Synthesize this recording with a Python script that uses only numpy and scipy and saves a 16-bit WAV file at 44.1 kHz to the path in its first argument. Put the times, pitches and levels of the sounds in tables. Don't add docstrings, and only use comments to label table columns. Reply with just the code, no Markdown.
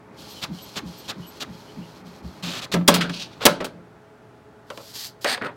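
import sys
import numpy as np
from scipy import signal
from scipy.fft import rfft, irfft, next_fast_len
from scipy.io import wavfile
from scipy.ndimage import map_coordinates

SR = 44100
rng = np.random.default_rng(int(sys.argv[2]) if len(sys.argv) > 2 else 0)


def put_to_file(sound):
    columns = np.atleast_2d(sound).T
    safe = np.clip(columns, -1, 1)
    whole_steps = np.round(safe * 32767)
    wavfile.write(sys.argv[1], SR, whole_steps.astype(np.int16))


N = 245194
T = np.arange(N) / SR

# (frequency [Hz], relative level [dB per Hz])
CRACK_SPECTRUM = [(530, -35), (900, -13), (1430, 1.5), (2170, -1), (3300, 1), (3800, -3), (4820, -4.5),
                  (5770, -9.5), (8440, -15.5), (15500, -27)]


def carriage(ramp=0.038):
    # (start [s], length [s], relative level [dB])
    passes = [(0.165, 0.31, -47.5), (0.508, 0.3, -50), (0.843, 0.26, -51.5), (1.176, 0.24, -57.5),
              (1.485, 0.29, -59), (1.763, 0.276, -56.5), (2.032, 0.193, -56), (2.22, 0.22, -56)]
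    # (frequency [Hz], relative level [dB per Hz])
    rail_spectrum = [(1060, -46), (1800, -39), (2190, -17), (2700, -8.5), (2980, -8), (3260, -3.5),
                     (3600, -8), (4240, -5.5), (4590, -6.5), (5120, -7), (9280, -21), (12500, -19),
                     (15500, -26)]
    # (start [s], length [s], frequency [Hz], level [dB])
    whistles = [(0.349, 0.073, 3080, -47), (0.553, 0.077, 3060, -45), (1.039, 0.035, 3040, -50),
                (1.204, 0.088, 2990, -50.5), (1.65, 0.087, 3000, -56), (1.792, 0.091, 2850, -55)]
    # (frequency [Hz], relative level [dB per Hz])
    belt_spectrum = [(35, -48), (60, -12.5), (176, -4), (422, -9.5), (456, -24), (517, -8), (695, -18.5),
                     (826, -9.5), (1640, -23), (2500, -22.5), (3250, -61), (5500, -120)]

    travel = sum(amp(db) * move(s, length, ramp) for s, length, db in passes)
    travel = travel + amp(-63.5) * move(0.115, 1.7, ramp)
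    rubbing = friction(rail_spectrum, rate=2800, grainy=0.36) + amp(-8.5) * whistle(4250, width=370)
    swish = travel * amp(1.06 * wobble(35)) * rubbing
    bearing = sum(amp(db) * swell(s, length) * whistle(hz, width=240) for s, length, hz, db in whistles)
    belt_gain = amp(-47.5) * burst(-0.15, rise=0.32, length=3.4, t60=3.2)
    belt = belt_gain * friction(belt_spectrum, rate=500, grainy=0.2)
    return swish + bearing + belt


def nozzles():
    # (start [s], length [s], firing rate [Hz], relative level [dB])
    firings = [(0.281, 0.078, 4065, -54), (0.609, 0.052, 3970, -47), (0.968, 0.049, 4030, -51),
               (1.253, 0.067, 3970, -49.5)]
    out = np.zeros(N)
    for s, length, hz, db in firings:
        unsteady_hz = hz * (1 + 0.004 * wobble(50) + 0.005 * wobble(900))
        phase = 2 * np.pi * np.cumsum(unsteady_hz) / SR
        tone = np.sin(3 * phase) + amp(-10.0) * np.sin(2 * phase)
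        out += amp(db + 4.5) * swell(s, length) * tone
    return out


def rollers(tooth_hz=450, lag=0.016):
    # (start [s], length [s], ramp [s], relative level [dB])
    feeds = [(0.414, .043, 0.01677, -25.5), (0.753, .046, 0.01773, -25.5), (1.077, .046, 0.01632, -26.5),
             (1.398, .043, 0.01535, -26.5), (2.422, 0.188, 0.01361, -30.5), (2.611, .05, 0.01168, -30.5),
             (2.715, .034, 0.00577, -24), (2.99, .43, 0.02022, -55.5), (3.405, .06, 0.025, -31)]
    # (frequency [Hz], relative level [dB per Hz])
    gear_spectrum = [(59, -40), (100, -2), (233, -0.5), (429, -10.5), (589, -3.5), (977, -7.5),
                     (1160, -4.5), (2090, -11), (2470, -3), (4100, -4.5), (4460, -7.5), (7560, -13),
                     (9540, -23), (12000, -20), (15500, -29)]
    # (frequency [Hz], relative level [dB per Hz])
    path_spectrum = [(80, -16.5), (150, 0.5), (260, 1.5), (420, -0.5), (750, -3), (1300, 3), (2200, -3.5),
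                     (5000, -32)]

    speed = sum(move(s, length, ramp) for s, length, ramp, db in feeds)
    gain = sum(amp(db) * move(s, length, ramp) for s, length, ramp, db in feeds)
    tooth_phase = 2 * np.pi * np.cumsum(speed * tooth_hz * (1 + 0.088 * wobble(60))) / SR
    gear_ring = whistle(3850, width=2100)
    meshing = friction(gear_spectrum, rate=2200, grainy=0.48) + amp(-3.0) * gear_ring
    teeth = gain * unit((1 + 0.42 * np.sin(tooth_phase)) * meshing)
    rumble = np.interp(T - lag, T, gain) * friction(path_spectrum, rate=2300, grainy=0.74)
    return amp(-1.7) * teeth + amp(-12.0) * rumble


def boom(case_hz=175, glide_hz=110, settle=0.0337, desk_hz=72):
    # (start [s], length [s], relative groan level [dB], desk thump level [dB])
    pushes = [(0.476, 0.039, -31, -53), (0.816, 0.055, -33.5, -44.5), (1.144, 0.062, -36, -52),
              (1.461, 0.046, -39, -56), (1.752, 0.052, -34, -55), (2.017, 0.071, -42.5, -67),
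              (2.213, 0.047, -35, -42)]
    # (start [s], length [s], t60 [s], relative level [dB])
    drones = [(2.426, 0.068, .1, -27.5), (2.732, .05, .42, -17), (2.878, .115, .4, -19),
              (3.07, .045, .1, -30.5), (3.135, .03, .7, -47.5), (3.485, .035, .15, -26),
              (3.597, 0.014, .3, -34), (3.73, 0.073, .4, -45)]
    # (frequency [Hz], relative level [dB per Hz])
    shake_spectrum = [(40, -42), (70, -8.5), (110, -9), (160, 3), (230, 1), (330, -2), (450, -36.5),
                      (900, -51)]

    shake = friction(shake_spectrum, rate=560, grainy=0.2)
    desk = whistle(desk_hz, width=12)
    out = np.zeros(N)
    for s, length, db, desk_db in pushes:
        fast = np.exp(-(np.maximum(T - s, 0) / settle) ** 4)
        waver = 0.42 * wobble(130)
        groan = np.sqrt(2) * np.sin(2 * np.pi * np.cumsum(case_hz + glide_hz * fast) / SR + waver)
        case = amp(1.0 - 11.0 * fast + 1.0 * wobble(40.06)) * groan + amp(-7.0) * shake
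        out += amp(db) * burst(s, rise=0.02, length=length, t60=0.25) * case
        out += amp(desk_db) * swell(s, 0.11) * desk
    load = sum(amp(db) * burst(s, 0.03, length, t60) for s, length, t60, db in drones)
    ring = np.sqrt(2) * np.sin(2 * np.pi * case_hz * T + 0.25 * wobble(24.98))
    return out + load * (amp(-3.0 + 0.9 * wobble(40)) * ring + amp(-10.0) * shake)


def knocks(body_t60=0.095, body_rise=0.0016, desk_hz=48):
    # (time [s], relative crack level [dB], relative body level [dB], treble tilt [dB per octave],
    # crack rise [s], crack t60 [s])
    blow_list = [(2.7399, -19, -17, 2.5, 0.00038, 0.055), (2.763, -33.5, -27, -5.5, .001, 0.026),
                 (2.808, -44, -37, -10, 0.006, 0.061), (2.877, 0.5, -22.5, 6, 0.0049, 0.06),
                 (2.884, -2, -7, 5.5, 0.00092, 0.015), (2.94, -14, -27, 5.5, 0.0019, .1),
                 (3.008, -16.5, -38, -2.5, .002, 0.12), (3.094, -23.5, -34.5, -2, 0.002, 0.049),
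                 (3.453, 3, -11, 8.5, 0.003, 0.04), (3.463, 1.5, -9, 4.5, 0.001, 0.025),
                 (3.603, -27, -25, -2.5, 0.0035, 0.078), (3.62, -43, -30, -6, .004, .04),
                 (3.643, -21, -28.5, 5, 0.005, 0.061)]
    # (frequency [Hz], relative level [dB per Hz])
    body_spectrum = [(24, -50.5), (40, -23.5), (127, -15), (218, -2), (480, 0), (612, 2.5), (764, -6.5),
                     (1120, -3), (1400, -15), (1550, -15), (1680, -10.5), (2960, -19.5), (3620, -18.5),
                     (3920, -24.5), (5000, -31.5), (6500, -57.5), (11000, -120)]
    # (frequency [Hz], relative level [dB], t60 [s])
    case_modes = [(215, -7.5, 0.26), (268, -7, 0.36), (377.3, -8.5, 0.16), (431, -20, 0.1),
                  (581.7, 0, 0.17), (622, -5.5, .16), (880, -8.5, 0.13), (1316, -7.5, 0.2),
                  (1637, -17, 0.24)]

    out, t = np.zeros(N + SR), np.arange(SR // 2) / SR
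    for s, crack_db, body_db, tilt_db, rise, t60 in blow_list:
        crack = coloured(rng.standard_normal(len(t)), CRACK_SPECTRUM, tilt_db)
        crack = crack * amp(-60 * t / t60) * (1 - np.exp(-t / rise))
        thud = coloured(rng.standard_normal(len(t)), body_spectrum) * amp(-60 * t / body_t60)
        ring = np.zeros(len(t))
        for hz, db, life in case_modes:
            decay = amp(db + rng.normal(0, 1.43) - 60 * t / life)
            ring += decay * np.sin(2 * np.pi * (hz * t + rng.random()))
        bump = np.sin(2 * np.pi * desk_hz * t) * amp(-60 * t / 0.028)
        body = amp(3.0) * thud + amp(-4.0) * ring + amp(-10) * bump
        body = body * (1 - np.exp(-t / body_rise))
        out[round(s * SR):][:len(t)] += amp(crack_db) * crack + amp(body_db) * body
    return out[:N]


def rattle():
    # (start [s], length [s], chatter level [dB], panel buzz level [dB])
    rattles = [(2.885, 0.083, -24.5, -39), (3.002, 0.038, -34.5, -34), (3.402, .04, -29.5, -47),
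               (3.458, 0.037, -29, -29), (3.632, 0.015, -43, -44)]
    # (frequency [Hz], relative level [dB per Hz])
    loose_spectrum = [(260, -25.5), (450, 0), (591, -7), (884, -9), (1480, -6.5), (1670, -11.5),
                      (1810, -15.5), (2350, -11.5), (2990, -15), (3310, -11), (3810, -13.5), (4260, -13.5),
                      (5000, -18), (6500, -53), (11000, -120)]
    chatter = friction(loose_spectrum, rate=750, grainy=0.39)
    panel = whistle(1480, width=320)
    out = np.zeros(N)
    for s, length, db, buzz_db in rattles:
        out += burst(s, 0.018, length, t60=0.23) * (amp(db) * chatter + amp(buzz_db) * panel)
    return out


def paper():
    # (start [s], length [s], relative level [dB])
    glides = [(3.108, 0.12, -34), (3.31, .028, -51.5)]
    # (frequency [Hz], relative level [dB per Hz])
    glide_spectrum = [(290, -33.5), (500, -18), (577, -5.5), (716, -11.5), (1150, -11.5), (1960, -13),
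                      (2540, 1), (4250, 2), (6450, -8), (7030, -15), (15500, -30)]
    # (start [s], rise [s], length [s], relative level [dB])
    pulls = [(4.65, 0.25, 0.27, -45), (4.928, 0.032, 0.14, -34.5), (5.208, .012, 0.039, -42)]
    # (frequency [Hz], relative level [dB per Hz])
    sheet_spectrum = [(530, -26), (900, -12), (1330, -18), (1950, -12), (2150, -14), (2690, -12.5),
                      (3220, -6), (3890, -5), (4390, -1.5), (4940, -2.5), (5910, -9), (7860, -11),
                      (9740, -18), (11800, -11.5), (15500, -19)]
    # (start [s], length [s], then relative levels of rasp [dB], hiss [dB], flex [dB])
    scrapes = [(5.245, 0.094, -24, -25, -42), (5.412, 0.057, -28.5, -47, -35)]
    # (frequency [Hz], relative level [dB per Hz])
    rasp_spectra = [
        [(88, -55), (150, -39), (248, -5), (334, -25), (499, -1.5), (561, -17), (755, 4), (882, -10),
         (1270, -7.5), (1820, 0.5), (3300, -15), (4290, -37), (7260, -120)],
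        [(59, -44.5), (100, -10.5), (227, -5), (352, -7), (538, -6.5), (605, -10.5), (980, -10), (1040, -18.5),
         (1130, -9), (1610, -5.5), (2290, -17), (3300, -23.5), (4290, -29), (7260, -120)],
    ]
    # (frequency [Hz], relative level [dB per Hz])
    edge_spectrum = [(1650, -23), (2800, -11.5), (3520, -4.5), (3730, -7), (4430, -1), (5730, -16),
                     (6470, -16), (7100, -20.5), (8800, -12.5), (10800, -27.5), (12400, -24),
                     (15500, -32.5)]
    flex_hz, flex_fall, flex_width = 2000, 11, 340
    rasp_sag = 18

    glide = sum(amp(db) * burst(s, 0.026, length, t60=0.17) for s, length, db in glides)
    pull = sum(amp(db) * burst(s, rise, length, t60=0.12) for s, rise, length, db in pulls)
    flutter = amp(3 * wobble(70))
    slide = glide * flutter * friction(glide_spectrum, rate=1300, grainy=0.3)
    slide = slide + pull * friction(sheet_spectrum, rate=3000, grainy=0.39)

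    scrape, edge = np.zeros(N), friction(edge_spectrum, rate=1200, grainy=0.32)
    for (s, length, rasp_db, hiss_db, flex_db), colour in zip(scrapes, rasp_spectra):
        age = np.maximum(T - s, 0)
        flex_phase = 2 * np.pi * np.cumsum(flex_hz * 2 ** (-flex_fall * age)) / SR
        flex = np.sqrt(2) * whistle(0, width=flex_width) * np.sin(flex_phase)
        rasp = amp(rasp_db) * friction(colour, rate=900, grainy=0.4) + amp(flex_db) * flex
        scrape += burst(s, 0.0036, length, t60=0.16) * amp(-rasp_sag * age) * rasp
        scrape += burst(s, 0.0443, length, t60=0.071) * amp(hiss_db) * edge
    return amp(-1.0) * slide + amp(-0.5 + 1.3 * wobble(130)) * scrape


def taps(tray_t60=0.13, tray_rise=0.0011):
    # (time [s], tick level [dB], treble tilt [dB per octave], tick t60 [s], tray level [dB])
    landings = [(4.702, -32.5, -1, 0.045, -30), (4.775, -31, 1, 0.019, -34), (4.802, -63, -2, .02, -39.5),
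                (5.245, -17, 2, 0.025, -18), (5.377, -28, -9, 0.032, -36.5),
                (5.421, -30.5, -5.5, 0.014, -33), (5.448, -23.5, -9, 0.013, -35),
                (5.468, -27.5, -8, .012, -33.5)]
    # (frequency [Hz], relative level [dB per Hz])
    tray_spectrum = [(120, -37), (200, -3), (390, -4.5), (580, 11), (720, -11), (853, -0.5), (1390, -5.5),
                     (1660, -22.5), (1800, -21), (2020, -16), (3000, -18), (3900, -44), (6600, -120)]
    out, t = np.zeros(N + SR), np.arange(SR // 2) / SR
    for s, tick_db, tilt_db, t60, tray_db in landings:
        tick = coloured(rng.standard_normal(len(t)), CRACK_SPECTRUM, tilt_db) * amp(tick_db - 60 * t / t60)
        tray = coloured(rng.standard_normal(len(t)), tray_spectrum) * amp(tray_db - 60 * t / tray_t60)
        out[round(s * SR):][:len(t)] += tick + tray * (1 - np.exp(-t / tray_rise))
    return out[:N]


def idle():
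    # (frequency [Hz], relative level [dB per Hz])
    rush_spectrum = [(15, -72), (25, -50.5), (50, -16), (110, -6), (389, -9.5), (421, -4), (469, -14),
                     (666, -13.5), (762, -15), (871, -14), (1050, -17.5), (1410, -16), (2300, -27),
                     (15500, -49.5)]
    # (frequency [Hz], relative level [dB])
    hum_lines = [(118.4, -59), (425.3, -57), (656.8, -61), (850.6, -64)]
    lines = np.zeros(N)
    for hz, db in hum_lines:
        lines += amp(db + 1.4 * wobble(8.3)) * np.sin(2 * np.pi * hz * T + 0.57 * wobble(14))
    rush = coloured(rng.standard_normal(N), rush_spectrum)
    return amp(-51.0) * rush + amp(1.0) * lines


def room(x):
    # (frequency [Hz], t60 [s])
    decay_times = [(150, 0.94), (1500, 0.27), (5000, 0.27), (14000, 0.14)]
    hz, t, z = signal.stft(rng.standard_normal(SR // 2), SR, nperseg=256)
    decay = amp(-60 * t / along(decay_times, hz)[:, None])
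    tail = signal.istft(z * decay, SR, nperseg=256)[1]
    tail = np.pad(tail / np.linalg.norm(tail), (SR // 200, 0))
    return signal.fftconvolve(x, tail)[:N]


def amp(db):
    return 10 ** (np.asarray(db) / 20)


def unit(x):
    return x / np.sqrt(np.mean(x ** 2) + 1e-20)


def along(points, hz):
    f, v = np.transpose(points)
    return np.interp(np.log(hz + 1), np.log(f + 1), v)


def wobble(rate):
    return map_coordinates(rng.standard_normal(int(N * rate / SR) + 4), [T * rate])


def filtered(x, response):
    m = next_fast_len(len(x) + 8192)
    return irfft(rfft(x, m) * response(np.fft.rfftfreq(m, 1 / SR)), m)[:len(x)]


def coloured(x, spectrum, tilt_db=0):
    def response(hz):
        return amp(along(spectrum, hz) + tilt_db * np.log2(np.maximum(hz, 450)))
    return unit(filtered(x, response))


def friction(spectrum, rate, grainy):
    slips = unit((rng.random(N) < rate / SR) * rng.standard_normal(N))
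    share = np.clip(grainy, 0, 1)
    return coloured(np.sqrt(share) * slips + np.sqrt(1 - share) * rng.standard_normal(N), spectrum)


def whistle(centre_hz, width):
    return unit(filtered(rng.standard_normal(N), lambda hz: 1 / (1 + (2 * (hz - centre_hz) / width) ** 2)))


def swell(s, length):
    return np.sin(np.pi * np.clip((T - s) / length, 0, 1)) ** 2


def move(s, length, ramp):
    return np.clip(np.minimum(T - s, s + length - T) / ramp, 0, 1)


def burst(s, rise, length, t60):
    return np.clip((T - s) / rise, 0, 1) * amp(-60 * np.maximum(T - s - length, 0) / t60)


def scene():
    blows = knocks() + taps() + rattle()
    running = carriage() + nozzles() + rollers() + paper()
    reverb = room(amp(-17.5) * blows + amp(-19) * running)
    return (idle() + boom() + running + blows + reverb)[None]


def record(dry):
    clipped = dry[0] / (1 + np.abs(dry[0]) ** 6) ** (1 / 6)
    return filtered(clipped, lambda hz: hz < 16000)[None]


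dry = scene()
out = record(dry)
put_to_file(out)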